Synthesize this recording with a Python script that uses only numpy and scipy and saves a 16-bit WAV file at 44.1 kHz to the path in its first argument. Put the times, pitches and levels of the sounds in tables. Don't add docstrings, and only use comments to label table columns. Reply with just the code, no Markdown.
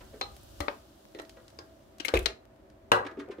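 import sys
import numpy as np
from scipy import signal
from scipy.fft import rfft, irfft, next_fast_len
from scipy.io import wavfile
from scipy.ndimage import uniform_filter1d

SR = 44100
rng = np.random.default_rng(int(sys.argv[2]) if len(sys.argv) > 2 else 0)


def int16_out(signal):
    q = np.round(np.clip(np.atleast_2d(signal).T, -1, 1) * 32767)
    wavfile.write(sys.argv[1], SR, q.astype(np.int16))


N = 149940
SPAN = 16384
SPAN_T_S, SPAN_HZ = np.arange(SPAN) / SR, np.fft.rfftfreq(SPAN, 1 / SR)


def amp(db):
    return 10 ** (np.asarray(db) / 20)


def along(points, hz):
    f, v = np.transpose(points)
    return np.interp(np.log(hz + 1), np.log(f + 1), v)


def curve(rows):
    return np.interp(np.arange(N) / SR, *np.transpose(rows))


def filtered(x, response):
    m = next_fast_len(N + SR // 2)
    return irfft(rfft(x, m) * response(np.fft.rfftfreq(m, 1 / SR)), m)[..., :N]


# f/Hz, likeness (0 to 1)
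ALIKE = [(60, 0.89), (240, 0.97), (950, 0), (3770, 0), (15000, 0)]


def rush(gain):
    def mid_side_gain(hz):
        turn = np.arccos(along(ALIKE, hz)) / 2
        return gain(hz) * [np.cos(turn), np.sin(turn)]

    mid, side = filtered(rng.standard_normal((2, N)), mid_side_gain)
    return np.array([mid + side, mid - side]) / np.sqrt(np.mean(mid ** 2) + 1e-20)


# f/Hz, half-width at half gain/Hz, level/dB
HUM_LINES = [(215, 21, -69), (652, 2.4, -66.5), (306.4, 52, -64.5)]
# f/Hz, relative density/dB per Hz
AIR_COLOUR, AIR_DB = [(76, -54), (130, 2.5), (224, -36), (274, -17), (395, 3), (428, -17.5), (545, 0.5),
                      (667, -3.5), (833, -10), (1690, -17), (2240, -21), (16200, -59.5)], -62.5
# f/Hz, relative density/dB per Hz
RUMBLE_COLOUR = [(20, -17), (32, -0.5), (53, 12.5), (118, 3), (160, -9), (210, -13), (300, -44)]
# t/s, level/dB
RUMBLE_SWAY = [(0, -54), (.62, -53), (.85, -62.5), (1.5, -59.5), (1.9, -60.5), (3.4, -60.5)]


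def background():
    hum = 0
    for line_hz, width_hz, db in HUM_LINES:
        hum = hum + amp(db) * rush(lambda hz: 1 / (1 + ((hz - line_hz) / width_hz) ** 2))
    air = amp(AIR_DB) * rush(lambda hz: amp(along(AIR_COLOUR, hz)))
    rumble = amp(curve(RUMBLE_SWAY)) * rush(lambda hz: amp(along(RUMBLE_COLOUR, hz)))
    return hum + air + rumble


# t/s, level/dB
SIZZLE_LEVEL = [(0, -65), (.42, -63.5), (.65, -61), (.85, -68), (1.4, -69.5), (2.0, -74), (2.24, -61),
                (2.32, -79)]
# f/Hz, relative density/dB per Hz
FIZZ_COLOUR = [(880, -1.5), (1500, 3), (1940, -12.5), (2920, 3.5), (5050, 1), (10800, -5.5), (13700, -4),
               (16200, -7)]
SPIT_RATE_HZ, SPIT_END_S = 60, 2.2
SPIT_DB, SPIT_SPREAD_DB = 11, 3.5
SPIT_MID_HZ, SPIT_CYCLES, SPIT_SAMPLES = 7000, 4, 256


def sizzle():
    draws = rng.random((round(SPIT_RATE_HZ * SPIT_END_S), 4))
    when, size, pitch, side = draws.T[:, :, None]
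    sample = np.arange(SPIT_SAMPLES)
    cycles = SPIT_MID_HZ * 2 ** (2 * pitch - 1) * sample / SR
    envelope = 2 * cycles * np.exp(-2 * np.e * cycles / SPIT_CYCLES)
    level = amp(SPIT_DB - SPIT_SPREAD_DB * np.log(size + 0.026))
    grains = level * np.sin(2 * np.pi * cycles) * envelope
    at = ((when * SPIT_END_S * SR).astype(int) + sample).ravel()
    shares = (1.5 - side, 0.5 + side)
    spits = np.array([np.bincount(at, (grains * share).ravel(), N)[:N] for share in shares])
    hiss = rush(lambda hz: amp(along(FIZZ_COLOUR, hz)))
    return amp(curve(SIZZLE_LEVEL)) * (hiss + spits)


def causal(db):
    cepstrum = irfft(db * np.log(10) / 20)
    cepstrum[..., 1:SPAN // 2] *= 2
    cepstrum[..., SPAN // 2 + 1:] = 0
    return np.exp(rfft(cepstrum))


EVEN_HZ = 300


def force(shape):
    burst = rfft(shape * rng.standard_normal((3, SPAN)))
    power = uniform_filter1d(abs(burst) ** 2, size=round(EVEN_HZ * SPAN / SR), axis=1)
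    return burst * causal(10 * np.log10(0.02 * SR / power))


# f/Hz, mean level/dB, t60/s
POT_MODES = [(296.7, -41.5, .22), (367.4, -36.5, 0.13), (586, -39, 0.14), (815, -47.5, 0.36),
             (1101, -48, 0.3), (1220, -45.5, 0.48), (1313, -35, 0.088), (1885, -49, 0.16),
             (3660, -34.5, 0.05), (4080, -36.5, 0.11), (4165, -35.5, .095), (4516, -48.5, .14)]
MODE_SPREAD_DB, BLUR_HZ = 3.6, 12
DENSE_HZ, DENSE_T60_S = 1720, 0.27


def pot(ring_db, dense_db):
    f, level, t60 = np.transpose(POT_MODES)[:, :, None]
    steps = rng.standard_normal((len(POT_MODES), SPAN))
    drift = np.sqrt(2 * np.pi * BLUR_HZ / SR) * np.cumsum(steps, axis=1)
    level = ring_db + level + rng.normal(0, MODE_SPREAD_DB, f.shape)
    ring = amp(level - 60 * SPAN_T_S / t60) * np.sin(2 * np.pi * f * SPAN_T_S + drift)
    dense = rfft(amp(dense_db - 60 * SPAN_T_S / DENSE_T60_S) * rng.standard_normal(SPAN))
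    ratio = SPAN_HZ / DENSE_HZ
    dense /= (1 + 0.8j * ratio - ratio ** 2) ** 3
    return 1 + dense + rfft(ring.sum(0))


BAND_HZ = [190, 400, 1050, 2300, 5200, 11500, 16000]
BAND_WIDTH_HZ = [120, 500, 900, 1700, 4700, 8000, 8000]
BASS_FALL_DB, TOP_FALL_DB = 24, 8
BRIGHT_DB, BRIGHT_WIDTH_OCT = 8.5, 0.075


def band_colour(bands_db, bright_hz):
    levels = np.r_[bands_db[0] - BASS_FALL_DB, bands_db, bands_db[-1] - TOP_FALL_DB]
    density = levels - 10 * np.log10(np.array(BAND_WIDTH_HZ) / (SR / 2))
    colour_db = along(np.c_[BAND_HZ, density], SPAN_HZ)
    if bright_hz:
        octaves = np.log2((SPAN_HZ + 1) / bright_hz)
        colour_db += BRIGHT_DB * np.exp(-0.5 * (octaves / BRIGHT_WIDTH_OCT) ** 2)
    return causal(colour_db)


# f/Hz, t60/s
KITCHEN = [(200, 0.33), (1500, 0.2215), (4000, 0.22), (10000, 0.21)]
WALL_S = 0.004


def kitchen_tail():
    noise = rng.standard_normal((2, SPAN * 3 // 4))
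    hz, t, z = signal.stft(noise, SR, nperseg=256)
    decay = amp(-60 * t / along(KITCHEN, hz)[:, None])
    x = signal.istft(z * decay, SR, nperseg=256)[1]
    delayed = np.pad(x, ((0, 0), (round(WALL_S * SR), 0)))
    return rfft(delayed / np.linalg.norm(x[0]), SPAN)


ROOM_DB, PORTS_DB = -5, -0.5
LEAD_HZ, SIDED_HZ = 342, 1190


def add_contact(out, s, bands_db, shape, ring_db, dense_db, pan_db, lead_s, bright_hz=None):
    hz = SPAN_HZ
    burst = force(shape)
    colour = band_colour(bands_db, bright_hz) * pot(ring_db, dense_db)
    alike = along(ALIKE, hz)
    sided = amp(pan_db / 2 * hz ** 2 / (hz ** 2 + SIDED_HZ ** 2) * [[1], [-1]])
    lag = np.exp(-2j * np.pi * hz ** 3 / (hz ** 2 + LEAD_HZ ** 2) * [[0], [lead_s]])
    near = (burst[0] + amp(PORTS_DB) * (1 - alike) * burst[1:]) * lag * sided
    left, right = kitchen_tail()
    right = right * np.sqrt(1 - alike ** 2) + left * alike
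    walls = amp(ROOM_DB) * burst[0] * np.array([left, right])
    out[:, round(s * SR):][:, :SPAN] += irfft(colour * (near + walls), SPAN)


CREST_DB = 27.5

# t/s, mids nominal peak/dB, low mids level/dB, treble level/dB, length/s
SLIDES = [(0.004, -34, -52, -69.5, 0.022), (0.126, -38.5, -45, -84, 0.034), (1.366, -37, -53, -76, 0.014),
          (3.047, -29.5, -44, -66, 0.0078), (3.063, -22, -67, -57.5, 0.014),
          (3.11, -37.5, -47.5, -71, 0.0099), (3.168, -38, -38, -79, 0.026), (3.186, -33, -82, -60.5, 0.034),
          (3.196, -27, -78, -67.5, 0.008), (3.269, -36.5, -40.5, -95, 0.06),
          (3.304, -29, -79, -64.5, 0.031), (3.381, -40, -38.5, -79, 0.0091)]
SLIDE_RISE, SLIDE_MIN_S = 0.37, 0.014
SLIDE_TOP_DB, SLIDE_RING_DB, SLIDE_DENSE_DB = -16, -11.5, -32


def slides():
    out = np.zeros((2, N + SPAN))
    for s, mid, low, high, length_s in SLIDES:
        u = SPAN_T_S / (SLIDE_RISE * max(length_s, SLIDE_MIN_S))
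        mid -= CREST_DB
        bands = [low, mid - 3, mid, high, high + SLIDE_TOP_DB]
        add_contact(out, s, bands, u ** 2 * np.exp(-2 * u), SLIDE_RING_DB, SLIDE_DENSE_DB, -2, 0)
    return out[:, :N]


# t/s, level/dB, f/Hz, t60/s
BUMPS = [(0.009, -31, 44.3, 0.1), (0.601, -19, 69.6, 0.086), (0.683, -28, 578, 0.12),
         (2.003, -28.5, 304, 0.038), (2.137, -14.5, 67.4, 0.15), (2.17, -9.5, 55.7, 0.098),
         (2.217, -17, 54.3, 0.11), (2.259, -32.5, 57.6, 0.21), (2.918, -36.5, 106, 0.42),
         (2.138, -3.5, 493, 0.02), (2.15, -18.5, 362.3, 0.15), (3.057, -31.5, 290, 0.092),
         (3.184, -33, 285.4, 0.17), (3.297, -30, 399.4, 0.085)]
BUMP_LEFT_DB = 1.5


def bumps():
    out, t = np.zeros(N + SPAN), SPAN_T_S
    for s, db, hz, t60_s in BUMPS:
        onset = 1 - np.exp(-t * hz / 0.66)
        bump = amp(db - 60 * t / t60_s) * np.sin(2 * np.pi * hz * t) * onset
        out[round(s * SR):][:SPAN] += bump
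    return out[:N] * amp([[BUMP_LEFT_DB / 2], [-BUMP_LEFT_DB / 2]])


# t/s, mids nominal peak/dB, low mids level/dB, upper mids level/dB, treble level/dB, top level/dB,
# brightest f/Hz, rise/ms, t60/s, clear ring level/dB, dense ring level/dB, treble left over right/dB
KNOCKS_AND_SQUELCHES = [(0.212, -14.5, -43.5, -43, -42.5, -64, 3940, 0.078, 0.023, -4, -65, 6),
                        (0.604, -15.5, -37, -46, -45.5, -54.5, 1970, 0.35, 0.024, -5.5, -44, 9),
                        (0.682, -7.5, -34.5, -43, -51, -122, 2510, 0.13, 0.021, -31, -50, 14),
                        (1.148, -44.5, -45, -60, -65.5, -84, 1930, 0.63, 0.013, -4, -31, 5),
                        (1.187, -32.5, -51, -61.5, -64, -81, 1890, 0.48, 0.055, -5, -37.5, -19),
                        (1.197, -22.5, -43, -57, -58, -71, 1980, 0.4, 0.022, -15, -57, 9),
                        (1.588, -31, -48.5, -60.5, -53, -74, 4960, 0.35, 0.018, -19, -32.5, 4),
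                        (1.998, -28, -51.5, -47.5, -47, -66.5, 2900, 9.2, 0.021, -12, -42, 12),
                        (2.047, -25, -53, -36.5, -58.5, -49.5, 2150, 1.8, 0.028, -11, -49, 14.5),
                        (2.052, -38.5, -45.5, -54, -48, -49.5, 2260, 3.2, 0.024, -10, -44, 10.5),
                        (2.083, -30, -43.5, -48, -46, -67, 3070, 0.11, 0.0097, -14, -33, 20),
                        (2.087, -16.5, -46, -47, -49.5, -63, 1526, 0.8, 0.015, -39, -54.5, 18.5),
                        (2.138, -7.5, -26, -37.5, -46, -51.5, 3820, 0.82, 0.049, -30, -48.5, 7),
                        (2.151, -18, -26.5, -42, -48, -59, 2500, 5.7, 0.025, -20.5, -48, 0),
                        (2.167, -23.5, -29.5, -39, -56.5, -65.5, 2950, 1.4, 0.01, -23, -45, 12),
                        (2.172, -33, -40, -37, -56.5, -55, 2560, 0.94, 0.0095, -23, -56, 17),
                        (2.191, -35.5, -38.5, -53, -57, -54.5, 3500, 0.24, 0.02, -20, -56, 16),
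                        (2.258, -14, -32.5, -33.5, -36.5, -54, 4080, 0.4, 0.031, -30, -48.5, 16.5),
                        (2.917, 4.5, -22, -28.5, -35, -43, 2770, 0.83, 0.016, -8, -33, 2.5)]
LEAD_S = 0.0004537


def knocks_and_squelches():
    out = np.zeros((2, N + SPAN))
    for (s, mid, low, upper, high, top, hz, rise_ms, t60_s,
         ring_db, dense_db, pan_db) in KNOCKS_AND_SQUELCHES:
        rise = (1 - np.exp(-1000 * SPAN_T_S / rise_ms)) ** 2
        shape = rise * amp(-60 * SPAN_T_S / t60_s)
        bands = [low, mid - CREST_DB, upper, high, top]
        add_contact(out, s, bands, shape, ring_db, dense_db, pan_db, LEAD_S, bright_hz=hz)
    return out[:, :N]


# t/s, treble nominal peak/dB, top level/dB
TICKS = [(0.3656, -36.5, -64), (0.4325, -52, -66), (1.2183, -40, -67), (1.2505, -36, -94),
         (1.295, -29.5, -68.5), (1.4809, -34.5, -75), (1.5027, -41.5, -77), (1.984, -36.5, -72.5),
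         (2.2298, -44, -63), (2.7007, -45.5, -85)]
TICK_T60_S, FAINT_DB = 0.018, -74


def ticks():
    out = np.zeros((2, N + SPAN))
    for s, high, top in TICKS:
        high -= CREST_DB
        bands = [FAINT_DB, FAINT_DB, high - 6, high, top]
        add_contact(out, s, bands, amp(-60 * SPAN_T_S / TICK_T60_S), -30, -50, 2, 0)
    return out[:, :N]


def scene():
    return background() + sizzle() + slides() + bumps() + knocks_and_squelches() + ticks()


BASS_CUT_HZ, TOP_HZ = 36, 15750


def record(dry):
    thin = filtered(dry, lambda hz: (1j * hz / (BASS_CUT_HZ + 1j * hz)) ** 2)
    return filtered(thin, lambda hz: 1 / (1 + (hz / TOP_HZ) ** 200))


dry = scene()
out = record(dry)
int16_out(out)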